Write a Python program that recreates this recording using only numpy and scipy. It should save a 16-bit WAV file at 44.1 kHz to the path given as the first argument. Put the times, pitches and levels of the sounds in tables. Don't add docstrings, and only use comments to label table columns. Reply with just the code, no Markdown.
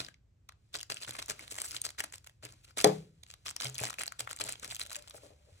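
import sys
import numpy as np
from scipy import signal
from scipy.fft import rfft, irfft, next_fast_len
from scipy.io import wavfile
from scipy.ndimage import uniform_filter1d

SR = 44100
rng = np.random.default_rng(int(sys.argv[2]) if len(sys.argv) > 2 else 0)


def pcm_store(signal):
    levels = np.round(np.clip(np.atleast_2d(signal), -1, 1) * 32767)
    wavfile.write(sys.argv[1], SR, levels.astype(np.int16).T)


N = 246959

# (time of the peak [s], level [dB],
# share under 2.5 kHz [dB], share over 6 kHz [dB], pitch of the ring [Hz])
SNAPS = [(0.0039, -26.5, -25, -20, 3830), (0.048, -35.5, -13, -6, 4900), (0.065, -40, -23, -9.5, 3800),
         (0.086, -38, -2, -7, 1480), (0.143, -49.5, -13, -16, 2050), (0.4902, -40, -22, -2, 2400),
         (0.4929, -39.5, -5.5, -11, 1260), (0.5226, -52, -5, -3, 1400), (0.7427, -30, -12, -13, 3580),
         (0.7475, -32.5, -8, -6, 1390), (0.7535, -28.5, -4.5, -4, 4690), (0.7583, -28, -20, -16, 4580),
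         (0.7657, -34, -15, -11, 7620), (0.7742, -40, -15, 1, 4930), (0.7881, -37, -13, -8, 7390),
         (0.7939, -36.5, -8, -5, 5210), (0.8053, -35.5, -10, -8, 8940), (0.8123, -33, -27, -2, 2870),
         (0.8308, -32, -7.5, -1.5, 4670), (0.9009, -26.5, -5.5, -6.5, 1420),
         (0.9212, -26, -7.5, -3.5, 3900), (0.9442, -32, -31, -2, 8250), (0.97, -32.5, -6, -11, 2830),
         (0.9779, -45, -15, -8, 5050), (1.0259, -36, -14, -16, 4430), (1.0329, -32.5, -4, -11, 4750),
         (1.0475, -36.5, -2.5, -15, 3370), (1.051, -41, -13, -7, 3000), (1.0665, -44, -17, -2, 7410),
         (1.0797, -36, -5, -10, 1460), (1.1013, -42, -8, -3, 4780), (1.109, -29.5, -10, -1, 4570),
         (1.1236, -42, 5, -10, 1290), (1.1406, -41, -16, -1, 4910), (1.1524, -34.5, 11, -15, 1060),
         (1.1916, -32, -5, -3, 1190), (1.199, -34.5, -11, -3, 3300), (1.22, -38.5, -2, 3, 1190),
         (1.2256, -31, -7, -11, 5200), (1.2605, -39, -22, 4.5, 5830), (1.2834, -35.5, -8, -1, 8000),
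         (1.2994, -24, -10, -3, 5460), (1.3084, -28.5, -7, 0, 1400), (1.3137, -36, -1, -4, 1440),
         (1.394, -36, -4, 3, 2230), (1.4793, -38, -7, -2, 4800), (1.503, -44, -13, 0, 7970),
         (1.5098, -37, -16, -1, 7600), (1.513, -37.5, -4, 1, 7400), (1.5327, -39, -15, 2, 8610),
         (1.5439, -38, -5, -1, 6890), (1.5549, -36.5, -4, 0.5, 6780), (1.565, -37, -1, 3, 7540),
         (1.581, -36, -3, 9, 1510), (1.5855, -29, -2, -2.5, 7750), (1.6016, -32, -8, 0, 8680),
         (1.618, -23.5, -4, 6, 9000), (1.6402, -42, 6, -4, 5000), (1.645, -34, -3.5, -5, 7740),
         (1.6564, -33.5, -5, -2, 7880), (1.661, -37, -6, 4, 1360), (1.679, -40, -26, -7, 7970),
         (1.684, -39, -28, 0, 5960), (1.71, -32, -15, -1.5, 5040), (1.7168, -32, -10.5, 0, 5490),
         (1.746, -35, -8, -1, 1490), (1.7527, -38, -29, 1, 8120), (1.766, -26, -8, -8.5, 7400),
         (1.783, -44.5, -9, -9, 1940), (1.8171, -22.5, -28, 1, 8700), (1.85, -37, -18, 2, 4610),
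         (1.8591, -37, -10, -3, 4440), (1.8658, -32, -5, -3, 4600), (1.8906, -35, -8, -1.5, 4240),
         (1.905, -36.5, -10, -4, 9800), (1.948, -55, -2, -17, 1350), (1.984, -37.5, -4, -15, 1750),
         (1.9952, -29.5, -3, 0, 1560), (2.0045, -21.5, 1.5, 4, 2700), (2.04, -29, -10, -0.5, 1630),
         (2.1247, -37.5, -11, 0, 7100), (2.1382, -39.5, -2, -1, 2000), (2.1577, -39.5, -13, 1, 5340),
         (2.182, -43.5, -11, -2, 5300), (2.2447, -46.5, -6, -3.5, 7240), (2.2663, -51, 5, -16, 4110),
         (2.2725, -39, -6, -2, 2750), (2.2964, -49, -4, -3, 3160), (2.4322, -44.5, -6, -2, 1450),
         (2.4518, -35.5, -5, 6, 4840), (2.4634, -44, -3, -3.5, 2170), (2.524, -45.5, -7, 2, 4850),
         (2.538, -53.5, -8, 3, 5500), (2.649, -49, -18, -7, 3960), (2.709, -53, 3, -6, 1204),
         (2.7742, -28, -6, -2.5, 5330), (2.7847, -25, -11.5, 0, 7100), (2.79, -26, -4, -9, 1380),
         (2.7952, -35, -4, -1, 1240), (2.8133, -25, -11, 0, 5280), (2.8229, -30, -15, 0, 8950),
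         (2.874, -28, -10, -2.5, 710), (3.2351, -40, -10, -2.5, 3785), (3.2655, -50, -10.5, -16.5, 2260),
         (3.303, -39.5, -8.5, -12, 7280), (3.313, -41.5, -15, -7, 7800), (3.3395, -39.5, -5.5, -2.5, 3850),
         (3.464, -34, -2.5, -18, 1185), (3.4683, -31, -20, -17, 5550), (3.4826, -29, -11, -20, 1240),
         (3.496, -34.5, -20, -7, 5650), (3.5051, -34, -15, -2, 8300), (3.5104, -34, -3.5, 0, 5400),
         (3.5646, -26, -11, -4, 5500), (3.603, -27, -7.5, -5.5, 6050), (3.61, -28, -6, -1, 5530),
         (3.6213, -28, -7, -8, 5700), (3.6339, -32.5, -5, -12, 1300), (3.6396, -33, -10, -6, 5160),
         (3.6453, -26, -14, 1, 5840), (3.6548, -27.5, -2.5, -8, 3300), (3.669, -29, -14, -7, 5400),
         (3.698, -34, -11, -1, 830), (3.745, -34.5, -22, -0.5, 6480), (3.7495, -40, -17, 1, 6290),
         (3.7547, -33, -17, -2, 3380), (3.7642, -39.5, -15, -9, 2800), (3.782, -26.5, -20, -2, 9500),
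         (3.7879, -30, -15, -2, 2520), (3.794, -30, -3.5, -16, 2600), (3.802, -30.5, -13, 0.5, 10000),
         (3.8146, -32, -8, -2, 6960), (3.8305, -35, -18, 3, 7240), (3.837, -22.5, -7, -0.5, 710),
         (3.843, -27, -32, -7, 6940), (3.8532, -27, -15, -7, 7850), (3.8661, -41, -17, 4, 8100),
         (3.8717, -31.5, -8, -2.5, 2070), (3.8812, -35, -14, 2, 8480), (3.899, -34, -16, -2, 4080),
         (3.9046, -33.5, 1, -1, 1400), (3.9297, -36.5, -5, -8, 1360), (3.9414, -36.5, -3, -1, 2690),
         (3.9863, -29.5, -6.5, -4.5, 2630), (3.9929, -29.5, -20, 8, 4570), (3.9983, -32.5, -15, -0.5, 7650),
         (4.0111, -27.5, -2.5, -5, 1220), (4.018, -29, -10, -2, 8500), (4.0353, -26.5, -4, -3, 9400),
         (4.0592, -36, -8, -2, 4440), (4.066, -33.5, -2, 2, 7920), (4.079, -26, -8, -2, 4460),
         (4.1223, -33, -1.5, 2, 1400), (4.1947, -33, -28, -3, 7750), (4.206, -26, -6.5, -1, 3270),
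         (4.275, -30.5, 3, -7, 1320), (4.293, -39, -2, -2, 2700), (4.307, -37, -7, -6, 3100),
         (4.3119, -31, -7, 0, 1400), (4.3305, -31.5, -5, -5, 7800), (4.364, -36, -20, 1.5, 7700),
         (4.3725, -42, -5.5, -2, 8420), (4.3892, -37.5, -14, -8, 7750), (4.4026, -31.5, -7, 1, 1340),
         (4.411, -23.5, -1.5, -5.5, 7960), (4.4155, -25.5, -19, -16, 4400),
         (4.4396, -27.5, -26, -1.5, 8030), (4.4501, -39, -14, -4, 710), (4.4652, -36, -13, 0, 7550),
         (4.4784, -37, -12, -10, 3980), (4.4875, -40.5, 6, -11, 2260), (4.492, -27, -0.5, 1.5, 8300),
         (4.5132, -40, -13, -11, 4070), (4.5241, -27.5, -21, -1.5, 8600), (4.556, -40.5, -2, -13, 3200),
         (4.5977, -40.5, -22, -2, 7970), (4.6342, -41, 0, -14.5, 1360), (4.646, -30.5, -4.5, -3, 5400),
         (4.6784, -37, -12, -2, 8200), (4.7028, -37, -20, -4, 2860), (4.7113, -31, -6.5, -9, 3960),
         (4.717, -31.5, -25, -1.5, 3870), (4.7245, -36, -1, -3, 700), (4.7304, -39.5, -8, -1, 8030),
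         (4.748, -30.5, -19, -1, 7360), (4.7572, -34, -21, -4, 6740), (4.7656, -32, -9.5, -1, 3200),
         (4.7965, -28, -10, -2.5, 8500), (4.8059, -34, -7, -9, 8100), (4.8147, -24.5, -9.5, -6, 3980),
         (4.8343, -38, -16, 5, 8590), (4.8534, -42, -9, -2.5, 3120), (4.864, -37, -8.5, -1.5, 3290),
         (4.8713, -41.5, -16, 2, 2690), (4.8976, -38.5, -11, -1, 3980), (4.9056, -37, -6, -8, 8050),
         (4.916, -35, -3, -3, 1370), (4.9308, -47, -10, -11, 6720), (4.948, -33.5, -13, -5, 3900),
         (4.9567, -28.5, -5.5, -5, 7600), (4.965, -29.5, -8, -2, 7360), (4.9892, -42.5, -10, -2, 710),
         (4.9945, -46, -8, -3, 2370), (5.024, -43, -18, -2, 5560), (5.0424, -54, 1, -11, 1390),
         (5.0764, -43, -3.5, -2, 4270), (5.0817, -41.5, -15, -4, 8300), (5.098, -39.5, -18.5, 7, 8750),
         (5.109, -40, -6, -4, 3560), (5.145, -47, 6, -13, 800), (5.165, -47, -20, -13, 5130),
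         (5.181, -51, 4, -3, 1340)]
# (time of the peak [s], level [dB], length [ms], brightness [dB per octave])
CRUMPLES = [(0.002, -39, 24, -2.5), (0.753, -49, 37.8, 0), (0.831, -63, 9.8, 7), (0.914, -41, 26.4, -1.5),
            (0.974, -54.5, 38, 0), (1.028, -46.5, 36.6, 0.5), (1.087, -44, 24, -1), (1.155, -50.5, 50, -1),
            (1.193, -41.5, 14.5, -2), (1.224, -49, 14, 2.5), (1.304, -40.5, 31.3, -1),
            (1.419, -53.5, 60, -2), (1.518, -44.5, 19, 2.5), (1.6, -47.5, 57, 0), (1.651, -49.5, 23, 5),
            (1.682, -55.5, 84, 6.5), (1.751, -46, 50, 1), (1.855, -39, 24.5, 1), (1.997, -42, 26, 0),
            (2.041, -43, 11, -1.5), (2.142, -49, 21, 0), (2.268, -62, 9, 5), (2.451, -51.5, 41.7, -2.5),
            (2.499, -60, 23, -1), (2.535, -67, 19, -6), (2.644, -61.5, 22, 1.5), (2.696, -64, 44, -1.5),
            (2.798, -38, 46, -1), (3.239, -70.5, 15, 2), (3.306, -62.5, 58, 0), (3.477, -45, 41, 0.5),
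            (3.566, -56, 13, -3), (3.65, -43, 75, -0.5), (3.767, -62, 41, -3.5), (3.803, -47.5, 44, 0),
            (3.851, -42.5, 72, -1.5), (3.903, -45, 11, 1), (4.009, -43, 39.5, -1.5),
            (4.202, -39.5, 19.4, 0.5), (4.312, -48.5, 29, 0), (4.41, -40, 21.5, -0.5),
            (4.493, -45.5, 84, 0), (4.644, -45, 37.6, -1), (4.711, -49.5, 49, 0.5), (4.754, -55, 13, 7),
            (4.815, -46.5, 41, 0), (4.926, -44.5, 16, 2), (4.963, -53, 21, 0.5), (5.079, -67, 9.3, 2),
            (5.164, -59.5, 45, 4), (5.251, -63.5, 60, 1)]
# (time [s], level [dB])
RUSTLE = [(0, -47.5), (.11, -72), (.2, -105), (.68, -82), (.78, -82), (1.35, -62), (1.7, -57.5),
          (1.97, -73), (2.25, -76.5), (2.4, -86.5), (2.46, -66.5), (2.75, -78.5), (2.87, -44), (3.12, -80),
          (3.43, -76), (3.7, -59), (4.15, -69.5), (4.5, -63), (5.29, -66.5), (5.37, -76), (5.6, -68.5)]
# (frequency [Hz], level [dB per Hz])
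CRINKLE = [(200, -8.5), (350, -5.5), (600, -3.5), (900, -5.5), (1300, -3.5), (2000, -2.5), (2800, -1),
           (4000, 0), (5500, -3), (7500, -1), (10000, -5.5), (13000, -7), (15500, -14)]
CREASE_HZ = [1400, 2700, 4840, 8100, 10300]
# (time [s], strength [dB], drum of the bottom [dB], contact [ms], main wall mode [Hz],
# bottom [Hz], damping by the paw [factor on the speed of decay])
BUMPS = [(0.748, -44, -12.5, 2.3, 527, 127, 1.6), (0.9, -37, -15, 2.4, 546, 125, 5.1),
         (1.078, -58.5, 3.5, 1.4, 500, 122, 1.1), (1.189, -54, -7, 1.9, 514, 126, 1.8),
         (1.298, -39, -7.5, 4.3, 533, 141, 2.8), (1.52, -42, -14.5, 3.6, 543, 123, 3.6),
         (1.739, -55, 3, 1.4, 554, 119, 2.3), (1.846, -46, -7, 2.9, 527, 118, 2.1),
         (2.002, -37, -27, 0.77, 543, 125, 4.7), (2.043, -55, -25, 3, 488, 125, 3.8),
         (2.432, -48.5, -5, 5.3, 500, 119, 0.97), (2.773, -33, -29, 4.1, 525, 123.5, 2.8),
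         (2.8436, -6.5, -29, 1.0, 520, 127, 1.0), (2.889, -23.5, -24, 1.2, 521, 127, 1.2),
         (2.984, -57, 12, 1.5, 505, 161.6, 0.91), (3.644, -42.5, -0.5, 2.9, 514, 127.4, 0.66),
         (3.811, -31.5, -4.5, 1.1, 526, 125.2, 2), (4.203, -48.5, -2.5, 0.76, 518, 123, 1),
         (4.403, -41, -13, 0.64, 507, 121.6, 0.63), (4.45, -39.5, -11.5, 0.66, 559, 153, 1.56),
         (4.682, -47, -2, 0.93, 514, 121, 3.2), (4.896, -57, -26, 1, 575, 123, 1.3),
         (5.1445, -39.5, -31, 0.2, 544, 109.7, 3.1), (5.2343, -43.5, -26.5, 0.49, 518, 118.5, 1.8),
         (5.305, -47.5, -22.5, 1.5, 517, 122, 1.7), (5.521, -65, 11, 1.4, 517, 92, 1.6)]
BOX_HZ = [318, 382, 427, 468, 520, 586, 665, 780, 912, 1034, 1660, 2100, 3300, 5300, 6600]
# (level [dB], t60 [s])
BOX_RING = [(-14, .15), (-11, 0.064), (-2, 0.16), (-9, 0.14), (0, 0.09), (0.5, 0.13), (2, 0.04), (4, 0.035),
            (-1, 0.045), (-10, 0.08), (-15, 0.018), (-13, .02), (-7.5, .012), (-6.5, .012), (-6, .01)]
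# (frequency [Hz], level [dB per Hz])
THUD = [(150, -33), (260, -36), (400, -14), (600, 2.5), (800, 0.5), (1200, -12), (5000, -38.5)]
# (time of the peak [s], peak level [dB], decay [ms])
CRACK = (2.8447, -3, 1.5)
# (frequency [Hz], level [dB per Hz])
CRACK_COLOUR = [(300, -26.5), (1000, -17.5), (2000, 0.5), (3500, -2.5), (6000, 4), (8000, -5),
                (11000, -1.5), (15000, -13)]
# (frequency [Hz], level [dB], t60 [s])
BOOM = [(157.3, -28, 0.44), (192, -28, 0.4)]
# (time [s], level [dB])
RUB = [(4.85, -66), (4.99, -62), (5.054, -81), (5.14, -62), (5.225, -69), (5.236, -54.5), (5.31, -67),
       (5.39, -74), (5.412, -75.5), (5.451, -74.5), (5.487, -65.5), (5.53, -76), (5.57, -77), (5.6, -79.5)]
# (frequency [Hz], level [dB])
RUB_COLOUR = [(250, -25), (450, -16), (575, 5), (690, -12), (800, -3), (950, -10), (1500, -18)]
# (frequency [Hz], level [dB])
FILM_ECHO = [(300, -10), (1500, -15.5), (6000, -17.5), (10000, -26), (14000, -30)]
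# (frequency [Hz], level [dB])
BOX_ECHO = [(130, -19), (280, -10.5), (450, -8), (900, -12), (1800, -11.5), (6000, -18), (10000, -23.5),
            (14000, -35)]
# (frequency [Hz], t60 [s])
WALLS = [(150, 0.49), (500, 0.23), (2000, 0.23), (6000, 0.23), (14000, 0.079)]
# (frequency [Hz], likeness [0-1])
WALLS_SAME = [(150, 1), (400, 0.31), (1000, 0.051), (9000, 0.11), (14000, 0.8)]
# (frequency [Hz], phase [radians])
STEREO_LAG = [(0, 0), (520, 0.3), (1210, 4.7), (1810, 5.0), (2500, 7.5), (2930, 10.5), (3190, 10.7),
              (3450, 11.3), (3790, 8.0), (4050, 7.7), (4570, 9.3), (5080, 9.7), (5600, 12.6), (6370, 13.5),
              (11700, 15.6), (16500, 15.7)]
# (frequency [Hz], level [dB])
STEREO_BALANCE = [(150, 0.5), (500, 4.5), (1000, 13.5), (1700, 4.5), (2000, -2.5), (2700, 3), (3800, -7),
                  (5000, 4.5), (7000, 0)]
# (frequency [Hz], level [dB per Hz])
ROOM_TONE = [(25, -7), (45, -5.5), (75, 5.5), (120, -1.5), (170, -14), (250, -20.5), (500, -25.5),
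             (1000, -35.5), (2000, -37), (4000, -42), (8000, -42.5), (10000, -57), (12000, -51.5),
             (16000, -63)]
# (frequency [Hz], likeness [0-1])
ROOM_SAME = [(100, 0.98), (200, 0.75), (400, 0.19), (1000, 0.088), (16000, 0.33)]

FILM_SAME = 0.75
SNAP_MS, SNAP_SPREAD, DULL_MS = 1.35, 0.2, 0.9
TICK_MS, TICK_DB = 0.31, 4
RING_DB, RING_WIDTH, RING_WIDTH_HZ = 6, 0.066, 260
SNAP_FLOOR_HZ = 560
SWELL_SHARE, SQUARENESS = 0.51, 4.2
SETTLE_DB, SETTLE_DB_PER_S = -9.5, 299
RUSTLE_TILT_DB = -1.04
CREASE_OCTAVES, CREASE_LIFT_DB = 0.14, 15
DRUM_T60_S = 0.35
DRUM_SLACK, DRUM_SLACK_S = 0.12, 0.015
ROCK_DB, ROCK_BEND = 2.5, 0.035
BOOM_SWELL_S = 0.013
ROOM_TONE_DB = -64.5
EDGE_HZ = 16500


def snaps():
    size = 2048
    out, hz = np.zeros((2, N + size)), np.fft.rfftfreq(size, 1 / SR)
    low = 1 / (1 + (hz / 2500) ** 6)
    high = 1 / (1 + (6000 / (hz + 1)) ** 6)
    floor = 1 + (SNAP_FLOOR_HZ / (hz + 1)) ** 4
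    bands = evened(gain_of(read(CRINKLE, hz)) * np.array([low / floor, 1 - low - high, high]))
    for s, db, low_db, high_db, ring_hz in SNAPS:
        middle = np.sqrt(max(1 - gain_of(2 * low_db) - gain_of(2 * high_db), .05))
        colour = np.array([gain_of(low_db), middle, gain_of(high_db)]) @ bands
        decay_ms = SNAP_MS * np.exp(SNAP_SPREAD * rng.standard_normal())
        body = burst(decay_ms + DULL_MS * min(gain_of(low_db), 1), size)
        shape = (body + gain_of(TICK_DB) * burst(TICK_MS, size)) / 2
        width_hz = RING_WIDTH * ring_hz + RING_WIDTH_HZ
        ring = 1 + gain_of(RING_DB) / (1 + 2j * (hz - ring_hz) / width_hz)
        snap = irfft(rfft(pair((size,)) * shape) * ring * colour)
        snap *= np.linalg.norm(shape) / np.linalg.norm(snap) * np.sqrt(2)
        add(out, s, gain_of(db) * snap)
    return out[:, size // 2:][:, :N]


def rustle():
    t = np.arange(N) / SR
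    bed_level = gain_of(np.interp(t, *np.transpose(RUSTLE)))
    bed = creases(bed_level, np.full(N, RUSTLE_TILT_DB), per_s=2500, spread_db=8.5, smooth=2.8)
    power, bright = np.full(N, 1e-14), np.zeros(N)
    for s, db, length_ms, tilt_db in CRUMPLES:
        span = np.where(t < s, SWELL_SHARE, 1 - SWELL_SHARE) * length_ms / 1000
        drop_db = np.minimum(6 * abs((t - s) / span) ** SQUARENESS, 120)
        hand = gain_of(2 * (db - drop_db))
        hand += (t > s) * gain_of(2 * (db + SETTLE_DB - SETTLE_DB_PER_S * abs(t - s)))
        power += hand
        bright += hand * tilt_db
    return bed + creases(np.sqrt(power), bright / power, per_s=910, spread_db=6.5, smooth=0.59)


def creases(level, tilt_db, per_s, spread_db, smooth):
    sizes = gain_of(spread_db * np.minimum(rng.exponential(1, N), 3))
    sizes *= rng.random(N) < per_s / SR
    kind = rng.integers(0, len(CREASE_HZ), N) == np.arange(len(CREASE_HZ))[:, None]
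    ticks = signal.oaconvolve(sizes * kind, burst(0.2, size=300)[None], "same", axes=1)
    ticks /= np.sqrt(uniform_filter1d(ticks.sum(0) ** 2, 1500) + 1e-9)
    white = pair((N,))
    hz, frame_s, z = signal.stft(smooth * white, SR, nperseg=256)
    for tick, centre in zip(ticks, CREASE_HZ):
        octaves = np.log2((hz + 1) / centre)
        lift = gain_of(CREASE_LIFT_DB * np.exp(-(octaves / CREASE_OCTAVES) ** 2))
        z = z + signal.stft(tick * white, SR, nperseg=256)[2] * evened(lift)[:, None]
    z = z * evened(gain_of(read(CRINKLE, hz)))[:, None] / np.sqrt(1 + smooth ** 2)
    frame_tilt = np.clip(np.interp(frame_s, np.arange(N) / SR, tilt_db), -8, 8)
    tilt = gain_of(np.outer(np.log2((hz + 200) / 4000), frame_tilt))
    return signal.istft(z * tilt, SR, nperseg=256)[1][:, :N] * level


def pair(size):
    a, b = rng.standard_normal((2, *size))
    return np.stack([a, FILM_SAME * a + np.sqrt(1 - FILM_SAME ** 2) * b], -2)


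def box():
    out, t = np.zeros(N), np.arange(SR // 2) / SR
    for s, blow_db, drum_db, contact_ms, wall_hz, drum_hz, damping in BUMPS:
        rings = box_walls(t, contact_ms, wall_hz, damping)
        drum = box_bottom(t, drum_db, drum_hz, damping)
        add(out, s, gain_of(blow_db) * (0.42 * rings + drum))
    add(out, CRACK[0] - 1024 / SR, claw_crack(2048))
    return out


def box_walls(t, contact_ms, wall_hz, damping):
    spot, turn = rng.standard_normal((2, len(BOX_HZ), 1))
    db, t60 = np.transpose(BOX_RING)[:, :, None]
    hz = np.c_[BOX_HZ] * wall_hz / BOX_HZ[4]
    rings = gain_of(db + 1.2 * spot - 60 * damping * t / t60) * np.sin(2 * np.pi * hz * t + 0.3 * turn)
    rings = (rings / (1 + (hz * contact_ms / 1000) ** 2)).sum(0)
    thud = evened(coloured(rng.standard_normal(len(t)), THUD)) * gain_of(-60 * t / 0.14)
    thud *= gain_of(-60 * (damping - 1) * t / .16)
    sound = rings / np.std(rings[:900]) + .6 * thud
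    return sound * (1 - np.exp(-(t / .0012) ** 2))


def box_bottom(t, drum_db, drum_hz, damping):
    rock = uniform_filter1d(uniform_filter1d(rng.standard_normal(len(t)), 700), 700)
    rock = evened(rock)
    bend = ROCK_BEND * rock - DRUM_SLACK * np.exp(-t / DRUM_SLACK_S)
    tone = np.sin(2 * np.pi * drum_hz * (t + np.cumsum(bend) / SR))
    decay = gain_of(drum_db - 60 * damping * t / DRUM_T60_S)
    onset = 1 - np.exp(-t / 0.0025)
    return decay * onset * tone * gain_of(ROCK_DB * rock)


def claw_crack(size):
    _, crack_db, decay_ms = CRACK
    crack = coloured(rng.standard_normal(size) * burst(decay_ms, size, rise_share=0.6), CRACK_COLOUR)
    return gain_of(crack_db) * crack / abs(crack).max()


def boom():
    out, t = np.zeros(N), np.arange(SR // 2) / SR
    tones = sum(gain_of(db - 60 * t / t60) * np.sin(2 * np.pi * hz * t) for hz, db, t60 in BOOM)
    add(out, CRACK[0], (1 - np.exp(-t / BOOM_SWELL_S)) * tones)
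    return out


def rub(damping=1.3, patchy_db=4):
    t = np.arange(N) / SR
    s, level_db = np.transpose(RUB)
    patches = evened(uniform_filter1d(uniform_filter1d(rng.standard_normal(N), 400), 400))
    friction = rng.standard_normal(N) * gain_of(patchy_db * patches)
    ring_s, ring = t[:8000], np.zeros(8000)
    for hz, (db, t60) in zip(BOX_HZ, BOX_RING):
        ring += gain_of(db - 60 * damping * ring_s / t60) * np.sin(2 * np.pi * hz * ring_s)
    drag = evened(signal.oaconvolve(friction, coloured(ring, RUB_COLOUR))[:N])
    return drag * gain_of(np.interp(t, s, level_db, left=-120))


def walls(first_ms=3.):
    taps, start = np.zeros((2, SR // 2)), round(first_ms * SR / 1000)
    slots = np.arange(start, SR // 2 - 20, 20)
    at = slots + rng.integers(0, 20, (2, len(slots)))
    np.put_along_axis(taps, at, rng.choice([-1., 1.], at.shape), 1)
    hz, t, z = signal.stft(taps, SR, nperseg=256)
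    same = read(WALLS_SAME, hz)[:, None]
    z = np.array([z[0], same * z[0] + np.sqrt(1 - same ** 2) * z[1]])
    decay = gain_of(-60 * t / read(WALLS, hz)[:, None])
    tail = signal.istft(z * decay, SR, nperseg=256)[1]
    return tail / np.linalg.norm(tail[0])


def stereo_processing(x):
    size = next_fast_len(N + 4096)
    hz = np.fft.rfftfreq(size, 1 / SR)
    ratio = gain_of(read(STEREO_BALANCE, hz))
    left = np.sqrt(2 / (1 + ratio ** -2))
    right = left / ratio * np.exp(-1j * np.interp(hz, *np.transpose(STEREO_LAG)))
    return irfft(rfft(x, size) * np.array([left, right]), size)[:, :N]


def room_tone():
    frames, hz = N // 512 + 5, np.fft.rfftfreq(2048, 1 / SR)
    a, b, c, d, patches = rng.standard_normal((frames, 1025, 5)).T
    patches = uniform_filter1d(uniform_filter1d(patches, 8, 0), 6, 1)
    patches = evened(patches.ravel()).reshape(patches.shape)
    same, left = read(ROOM_SAME, hz)[:, None], a + 1j * b
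    z = np.array([left, same * left + np.sqrt(1 - same ** 2) * (c + 1j * d)])
    z *= gain_of(read(ROOM_TONE, hz)[:, None] + 0.5 * patches)
    tone = signal.istft(z, nperseg=2048, noverlap=1536)[1][:, :N]
    return gain_of(ROOM_TONE_DB) * evened(tone)


def gain_of(db):
    return 10 ** (np.asarray(db) / 20)


def evened(x):
    return x / np.sqrt(np.mean(x ** 2, -1, keepdims=True) + 1e-20)


def read(points, hz):
    f, value = np.transpose(points)
    return np.interp(np.log(hz + 1), np.log(f + 1), value)


def add(mix, s, sound):
    part = mix[..., max(round(s * SR), 0):][..., :sound.shape[-1]]
    part += sound[..., :part.shape[-1]]


def coloured(x, points):
    hz = np.fft.rfftfreq(x.shape[-1], 1 / SR)
    return irfft(rfft(x) * gain_of(read(points, hz)), x.shape[-1])


def burst(decay_ms, size, rise_share=0.62):
    ms = (np.arange(size) - size // 2) / SR * 1000
    return np.exp(-abs(ms) / decay_ms / np.where(ms < 0, rise_share, 1))


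def scene():
    film, knocks = snaps() + rustle(), box() + rub()
    to_room = coloured(film[0], FILM_ECHO) + coloured(knocks, BOX_ECHO)
    reflections = signal.fftconvolve(to_room[None], walls(), axes=1)[:, :N]
    return stereo_processing(film + knocks + boom() + reflections) + room_tone()


def record(dry):
    dry = signal.sosfilt(signal.butter(2, 40, "high", fs=SR, output="sos"), dry)
    band_limit = signal.firwin(511, EDGE_HZ, window=("kaiser", 12), fs=SR)
    return signal.oaconvolve(dry, band_limit[None], "same")


dry = scene()
out = record(dry)
pcm_store(out)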